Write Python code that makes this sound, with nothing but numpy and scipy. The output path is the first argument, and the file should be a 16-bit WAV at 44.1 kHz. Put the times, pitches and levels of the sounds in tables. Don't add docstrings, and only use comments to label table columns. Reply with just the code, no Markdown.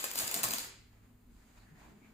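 import sys
import numpy as np
from scipy import signal
from scipy.fft import rfft, irfft, next_fast_len
from scipy.io import wavfile
from scipy.ndimage import map_coordinates

SR = 44100
rng = np.random.default_rng(int(sys.argv[2]) if len(sys.argv) > 2 else 0)


def log_audio(samples):
    frames = np.atleast_2d(samples).T
    limited = np.clip(frames, -1, 1)
    pcm = np.round(limited * 32767).astype(np.int16)
    wavfile.write(sys.argv[1], SR, pcm)


def decibels_to_gain(level_db):
    exponent = np.asarray(level_db, float) / 20
    return 10 ** exponent


N = 94109
TIME = np.arange(N) / SR


def unit(x):
    return x / np.sqrt(np.mean(x ** 2) + 1e-20)


def along(points, hz):
    f, v = np.transpose(points)
    return np.interp(np.log(hz + 1), np.log(f + 1), v)


def curves(rows):
    s, *columns = np.transpose(rows)
    return [np.interp(TIME, s, column) for column in columns]


def wobble(rate):
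    knots = rng.standard_normal(int(N * rate / SR) + 4)
    return map_coordinates(knots, [np.arange(N) * rate / SR])


def filtered(x, response):
    m = next_fast_len(N + SR // 2)
    return irfft(rfft(x, m) * response(np.fft.rfftfreq(m, 1 / SR)), m)[..., :N]


def causal(x, spectrum):
    gain = np.maximum(decibels_to_gain(along(spectrum, np.fft.rfftfreq(4096, 1 / SR))), 1e-4)
    cepstrum = irfft(np.log(gain))
    cepstrum[1:2048] *= 2
    cepstrum[2049:] = 0
    pulse = irfft(np.exp(rfft(cepstrum)))
    return signal.fftconvolve(x, pulse / np.linalg.norm(pulse))[:N]


def rush(spectrum):
    # f/Hz, correlation/1
    alike = [(60, 0.93), (180, 0.99), (550, 0.35), (1650, 0.21), (4970, 0.16), (15000, 0.14)]

    def mid_and_side(hz):
        turn = np.arccos(np.clip(along(alike, hz), -1, 1)) / 2
        return decibels_to_gain(along(spectrum, hz)) * [np.cos(turn), np.sin(turn)]

    mid, side = filtered(rng.standard_normal((2, N)), mid_and_side)
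    return unit(np.array([mid + side, mid - side]))


def spikes(rate, spread_db):
    chance, size, sign = rng.random(N), rng.exponential(size=N), rng.standard_normal(N)
    return unit((chance < rate / SR) * decibels_to_gain(np.minimum(spread_db * size, 9)) * sign)


def background():
    # t/s, level/dB
    rumble = [
        (0.0, -57.5),
        (0.1, -72),
        (0.23, -51.5),
        (0.34, -69),
        (0.36, -51),
        (0.52, -54.5),
        (0.7, -64.5),
        (1.65, -65),
        (1.72, -58.5),
        (2.13, -58),
    ]
    # f/Hz, density/dB per Hz
    lows = [(30, -39.5), (60, -12.5), (97, -10), (242, -3.5), (280, -8), (455, -19), (500, -32.5),
            (650, -55), (1100, -120)]
    # f/Hz, density/dB per Hz
    deep = [(12, -28), (20, -4.5), (45, -3.5), (70, -5.5), (95, -26), (200, -93)]
    # f/Hz, density/dB per Hz
    hiss = [(240, -36.5), (400, -8), (540, -16), (1100, -17), (4200, -28), (9000, -29), (13000, -29),
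            (16000, -23.5)]
    # f/Hz, level/dB
    hum_tones = [
        (46, -71),
        (104, -68),
        (243, -72),
    ]
    # t/s, drone level/dB, second hum level/dB
    swell = [(0, -9, -3), (.4, 1, -6), (.47, 2, -8), (.65, 1.5, 2.5), (1.0, 2, 6.5), (1.2, -6, 1.5),
             (1.26, 8.5, 1), (1.42, 7.5, -5.5), (1.5, -6, -2), (1.6, 6.5, 3.5), (1.9, 5, -2), (2.0, -7, -5)]

    rumble_db, = curves(rumble)
    drone_db, second_db = curves(swell)
    sound = decibels_to_gain(rumble_db - 3.5 + 0.83 * wobble(9)) * rush(lows)
    sound += decibels_to_gain(-67 + 0.6 * drone_db) * rush(deep)
    sound += decibels_to_gain(-72.5 + 0.76 * wobble(3.3)) * rush(hiss)
    for (hz, db), swell_db in zip(hum_tones, (drone_db, second_db, 0)):
        phase = 2 * np.pi * hz * TIME + 0.73 * wobble(5.5)
        sound += decibels_to_gain(db + swell_db + 1.7 * wobble(8.02)) * np.sin(phase)
    return sound


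def sleeve():
    # t/s, level/dB
    brushing = [(0.8, -79), (0.902, -82), (0.932, -71.5), (1.1, -72.5), (1.144, -87), (1.276, -81.5),
                (1.366, -72.5), (1.46, -72.5), (1.566, -67), (1.57, -66), (1.748, -71), (1.788, -62),
                (1.858, -61.5), (1.952, -69.5), (2.026, -67), (2.052, -66.5), (2.13, -67.5)]
    # f/Hz, density/dB per Hz
    cloth = [(240, -24.5), (400, -20), (620, -4.5), (2400, -9.5), (3300, -18), (6800, -19), (10000, -29.5),
             (16000, -29)]
    # t/s, length/s, level/dB, f/Hz, bandwidth/Hz
    strokes = [
        (1.575, 0.083, -74, 4300, 650),
        (1.4, 0.038, -73.5, 1700, 600),
        (1.796, 0.14, -65, 830, 300),
        (1.6, 0.23, -72, 1750, 410),
        (2, .11, -71, 2280, 160),
        (2.035, 0.043, -71, 2200, 1000),
        (1.282, 0.43, -74, 4900, 6200),
    ]

    brush_db, = curves(brushing)
    u = np.maximum(TIME - 1.574, 0) / 0.0053
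    seam = 1 + 1.8 * u * np.exp(-u)
    sound = decibels_to_gain(brush_db + 1.15 * wobble(39.82) - 1.0) * seam * rush(cloth)
    for s, length, db, hz, wide_hz in strokes:
        u = np.maximum(TIME - s, 0) / length
        shape = (1 - np.exp(-u * 8)) * np.exp(-u ** 4)
        noise = rush([(20, 0), (16000, 0.0061)])
        fold = filtered(noise, lambda f: np.exp(-((f - hz) / wide_hz) ** 2))
        sound += decibels_to_gain(db) * shape * unit(fold)
    return sound


def pops():
    # t/s, peak level/dB, f/Hz, decay time t60/s
    bumps = [(.039, -40, 535, 0.068), (.039, -33.5, 1081, 0.043), (.212, -37.5, 646, 0.059),
             (0.231, -45.5, 98.5, 0.1), (.341, -39, 685, 0.043), (.361, -39, 205, 0.047),
             (.363, -36, 702, 0.041), (.41, -47.5, 220, 0.065), (.436, -45, 363, 0.1),
             (.438, -32.5, 1120, 0.071), (.44, -45, 120, 0.1), (.49, -48.5, 238, 0.07),
             (.508, -41.5, 706, 0.024), (.532, -37, 684, 0.057), (0.534, -41, 256, 0.05),
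             (.545, -44, 565, 0.041), (.585, -56.5, 520, 0.075), (.66, -57, 394, .1),
             (2.08, -54, 241, 0.18), (1.491, -65, 255, 0.1), (1.671, -56, 200.4, 0.15),
             (1.71, -48.5, 160, 0.17)]
    s, db, hz, t60 = np.transpose(bumps)[..., None]
    since = np.maximum(TIME - s, 0)
    onset = 1 - np.exp(-since / t60 * 12)
    decay = decibels_to_gain(db + 4.5 - 60 * since / t60)
    return np.sum(decay * onset * np.sin(2 * np.pi * hz * since), axis=0)


def wrapper():
    # t/s, effort/dB, flexing of the sheet/dB, ring of the taut film/dB
    crumple = [(0.0, -38, -14, -7.5), (.1, -44.5, -8.5, -11), (0.14, -45, -8, -15.5),
               (0.186, -33, -8, -12.5), (.245, -38, -8, -6.5), (0.29, -44.5, -5.5, -13.5),
               (0.348, -38.5, -4, -5), (.4, -40.5, -4, -9), (0.422, -53, 4, -12), (0.43, -40.5, -6.5, -9.5),
               (0.596, -40.5, -8.5, -13.5), (0.7, -56, -12, -10)]
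    # t/s, peak level/dB, thump of the sheet/dB, cluster length/ms, brightness/dB
    snaps = [(0.0238, -33, -18, 1.5, 2), (.0409, -18, -15.5, 2.73, -3), (0.0545, -29, -27.5, 0.82, -5),
             (.077, -36, -24, 2, -2), (0.1138, -23.5, -19.5, 2.1, -3.5), (0.1345, -28.5, -22, 3.3, 4.5),
             (0.1558, -20.5, -18.5, 3, 1), (0.1728, -18, -30, .5, 9), (0.178, -24.5, -31, 2.3, -6),
             (0.187, -19.5, -25.5, 4.1, -4.5), (.2062, -23.5, -18.5, 1.9, 7.5),
             (0.2182, -22, -22.5, 1.1, 8), (0.273, -24, -31.5, 2.2, 0), (0.2776, -21.5, -20, 2.4, -4),
             (0.3137, -20, -31, 1.63, -4.5), (0.326, -28, -33, 1.9, 11), (0.3418, -15.5, -34.5, 2, -5.5),
             (0.3638, -22, -18, 1.2, -3), (0.4321, -14.5, -23, 1.8, -2), (0.4357, -15.5, -23, 2.8, -1.5),
             (0.4392, -17, -18, 3.36, -1.5), (0.444, -22, -22, 6, -2), (.4531, -18.5, -28, 1.6, 4),
             (0.4862, -21, -27, 2, 4.5), (0.507, -21.5, -19.5, 3.6, -0.5), (0.5288, -23, -39, 0.81, 3.5),
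             (0.5349, -18, -20, 4.4, -1), (0.584, -18, -21.5, 1.4, -1), (0.6456, -30.5, -18, 1.7, -1)]
    # t/s, peak level/dB, cluster length/ms, brightness/dB
    ticks = [(0.0459, -26, 1.8, -5), (0.059, -31.5, 1.6, 0.5), (.163, -29.5, 3.2, 1), (0.196, -24, 4.2, -3),
             (0.2122, -26, 1.2, -6), (0.221, -27.5, 1.4, -4), (0.226, -29, 1.4, -4.5),
             (.234, -29.5, 3.2, 2), (0.244, -28, 1.7, -1.5), (.285, -32.5, 1.6, -4), (0.31, -39, 1.3, 7),
             (.347, -21.5, 2, -4.5), (0.3513, -26.5, 1.1, 0.5), (0.3734, -27, 1.5, -2),
             (0.376, -28, 1.3, -4.5), (.388, -30.5, 5.5, -3), (.3948, -29, 1, 16), (.4488, -32, 1.5, 1.5),
             (0.4716, -34, 2, 1), (0.514, -25.5, 1.6, 5), (.518, -22.5, 2, 0), (0.543, -27, 4.3, -3.5),
             (0.58, -32, 1.6, -1), (.591, -27.5, 3, -3)]
    # f/Hz, density/dB per Hz
    film_colour = [(500, -35.5), (900, -3.5), (2000, -7), (5000, -2.5), (9000, -7), (13000, -6),
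                   (16000, -6.5)]
    # f/Hz, density/dB per Hz
    edge_colour = [(500, -44.5), (1100, -6.5), (2200, 0), (5000, -2.5), (9000, -4), (16000, -5.5)]
    # f/Hz, density/dB per Hz
    taut = [(5600, -35), (6400, -5.5), (7100, 1), (7900, -3), (9000, -36.5)]
    # f/Hz, density/dB per Hz
    crack = [(800, -29.5), (2000, -19.5), (4800, -7), (6200, -5), (8500, -6.5), (11000, -7), (16000, -14.5)]
    # f/Hz, density/dB per Hz
    sizzle = [(4000, -39), (8000, -13.5), (11000, -3.5), (14000, -1.5), (17000, 0.5)]
    # f/Hz, density/dB per Hz
    sheet_colour = [(53, -34.5), (90, -20), (235, -4.5), (500, -3), (900, -2.5), (2200, -5), (4500, -22.5),
                    (8000, -54)]

    effort_db, flex_db, ring_db = curves(crumple)
    effort = decibels_to_gain(effort_db - 276 * np.maximum(TIME - 0.66, 0))

    def crinkle(colour):
        return causal(effort * decibels_to_gain(3.8 * wobble(119.8) - 7.0) * spikes(18000, 2), colour)

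    def cluster(shape, grains):
        burst = shape * grains
        return burst * np.linalg.norm(shape) / np.linalg.norm(burst)

    buckles, slaps = spikes(30000, 0.76), spikes(12000, 1.9)
    cracks, thumps = np.zeros((2, N)), np.zeros(N)
    small = [(s, db, -26, ms, bright_db) for s, db, ms, bright_db in ticks]
    for s, db, thump_db, ms, bright_db in list(snaps) + small:
        u = np.maximum(TIME - s, 0) / np.clip(ms / 1000, 0.0004, 0.02)
        shape = (1 - np.exp(-u * 7)) * np.exp(-u * u)
        tilt_db = np.array([[-bright_db / 2], [bright_db / 2]])
        cracks += decibels_to_gain(db - 8.5 + tilt_db) * cluster(shape, buckles)
        thumps += decibels_to_gain(db + thump_db + 4.0) * cluster(shape, slaps)

    film, edges = crinkle(film_colour), crinkle(edge_colour)
    ring = effort * decibels_to_gain(ring_db - 5.5 + 3.3 * wobble(150)) * spikes(5000, 1.9)
    sheet = effort * decibels_to_gain(flex_db + 1.9 * wobble(30) - 4) * spikes(6000, 2.2) + thumps
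    paper = film + causal(ring, taut) + causal(sheet, sheet_colour)
    paper += causal(cracks[0], crack) + causal(cracks[1], sizzle)
    return paper, decibels_to_gain(-3.5) * edges


def ports(x):
    # f/Hz, level/dB
    left = [(150, 0.097), (700, 2.7), (3000, 2.1), (14000, .1)]
    lead_s, lead_ends_hz = 0.0003253, 5850
    near_db, near_s = -11, 0.012
    late = near_s * (0.1 + rng.random((2, 7, 1)))
    size = rng.choice([-1, 1], size=(2, 7, 1))

    def response(hz):
        lead = 1j * np.pi * lead_s * np.minimum(hz, lead_ends_hz)
        half = lead + np.log(decibels_to_gain(along(left, hz)))
        arrivals = size * np.exp(-late / near_s - 2j * np.pi * hz * late)
        echoes = 1 + decibels_to_gain(near_db) * np.sum(arrivals, axis=1) * (hz > 1200)
        return np.exp(np.outer([1, -1], half)) * echoes

    return filtered(x, response)


def room(x):
    # f/Hz, t60/s
    walls = [(200, 0.6), (900, 0.46), (2000, 0.65), (4000, 0.57), (8000, 0.42), (15000, 0.19)]
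    before = x[SR // 4:0:-1]
    x, wet = np.r_[decibels_to_gain(-1.5) * before, x], 0
    turn = np.arange(len(x)) // int(0.11 * SR) % 4
    for k in range(4):
        noise = rush([(20, 0.0072), (16000, 0.012)])[:, :SR]
        hz, t, z = signal.stft(noise, SR, nperseg=256)
        decay = decibels_to_gain(-60 * t / along(walls, hz)[:, None])
        tail = signal.istft(z * decay, SR, nperseg=256)[1]
        tail = tail / np.linalg.norm(tail[0])
        wet = wet + signal.fftconvolve((x * (turn == k))[None], tail, axes=1)
    return wet[:, len(before) - 400:][:, :N]


def scene():
    paper, edges = wrapper()
    air = pops()
    near = ports(paper + air) + edges * [[1], [-1]]
    reverberant = decibels_to_gain(-3.5) * room(paper + edges + 0.5 * air)
    return near + reverberant + sleeve() + background()


def band_limit(x):
    return signal.sosfilt(signal.butter(12, 16640, fs=SR, output="sos"), x)


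def record(dry):
    # f/Hz, level/dB
    capsule = [(4800, 0), (5800, -5.5), (6500, 2), (7100, 4), (7800, 2), (8500, 0.5), (15250, 2.5),
               (15750, -20.5), (16150, -47)]
    mix = filtered(dry, lambda hz: decibels_to_gain(along(capsule, hz)))
    return band_limit(mix)


dry = scene()
out = record(dry)
log_audio(out)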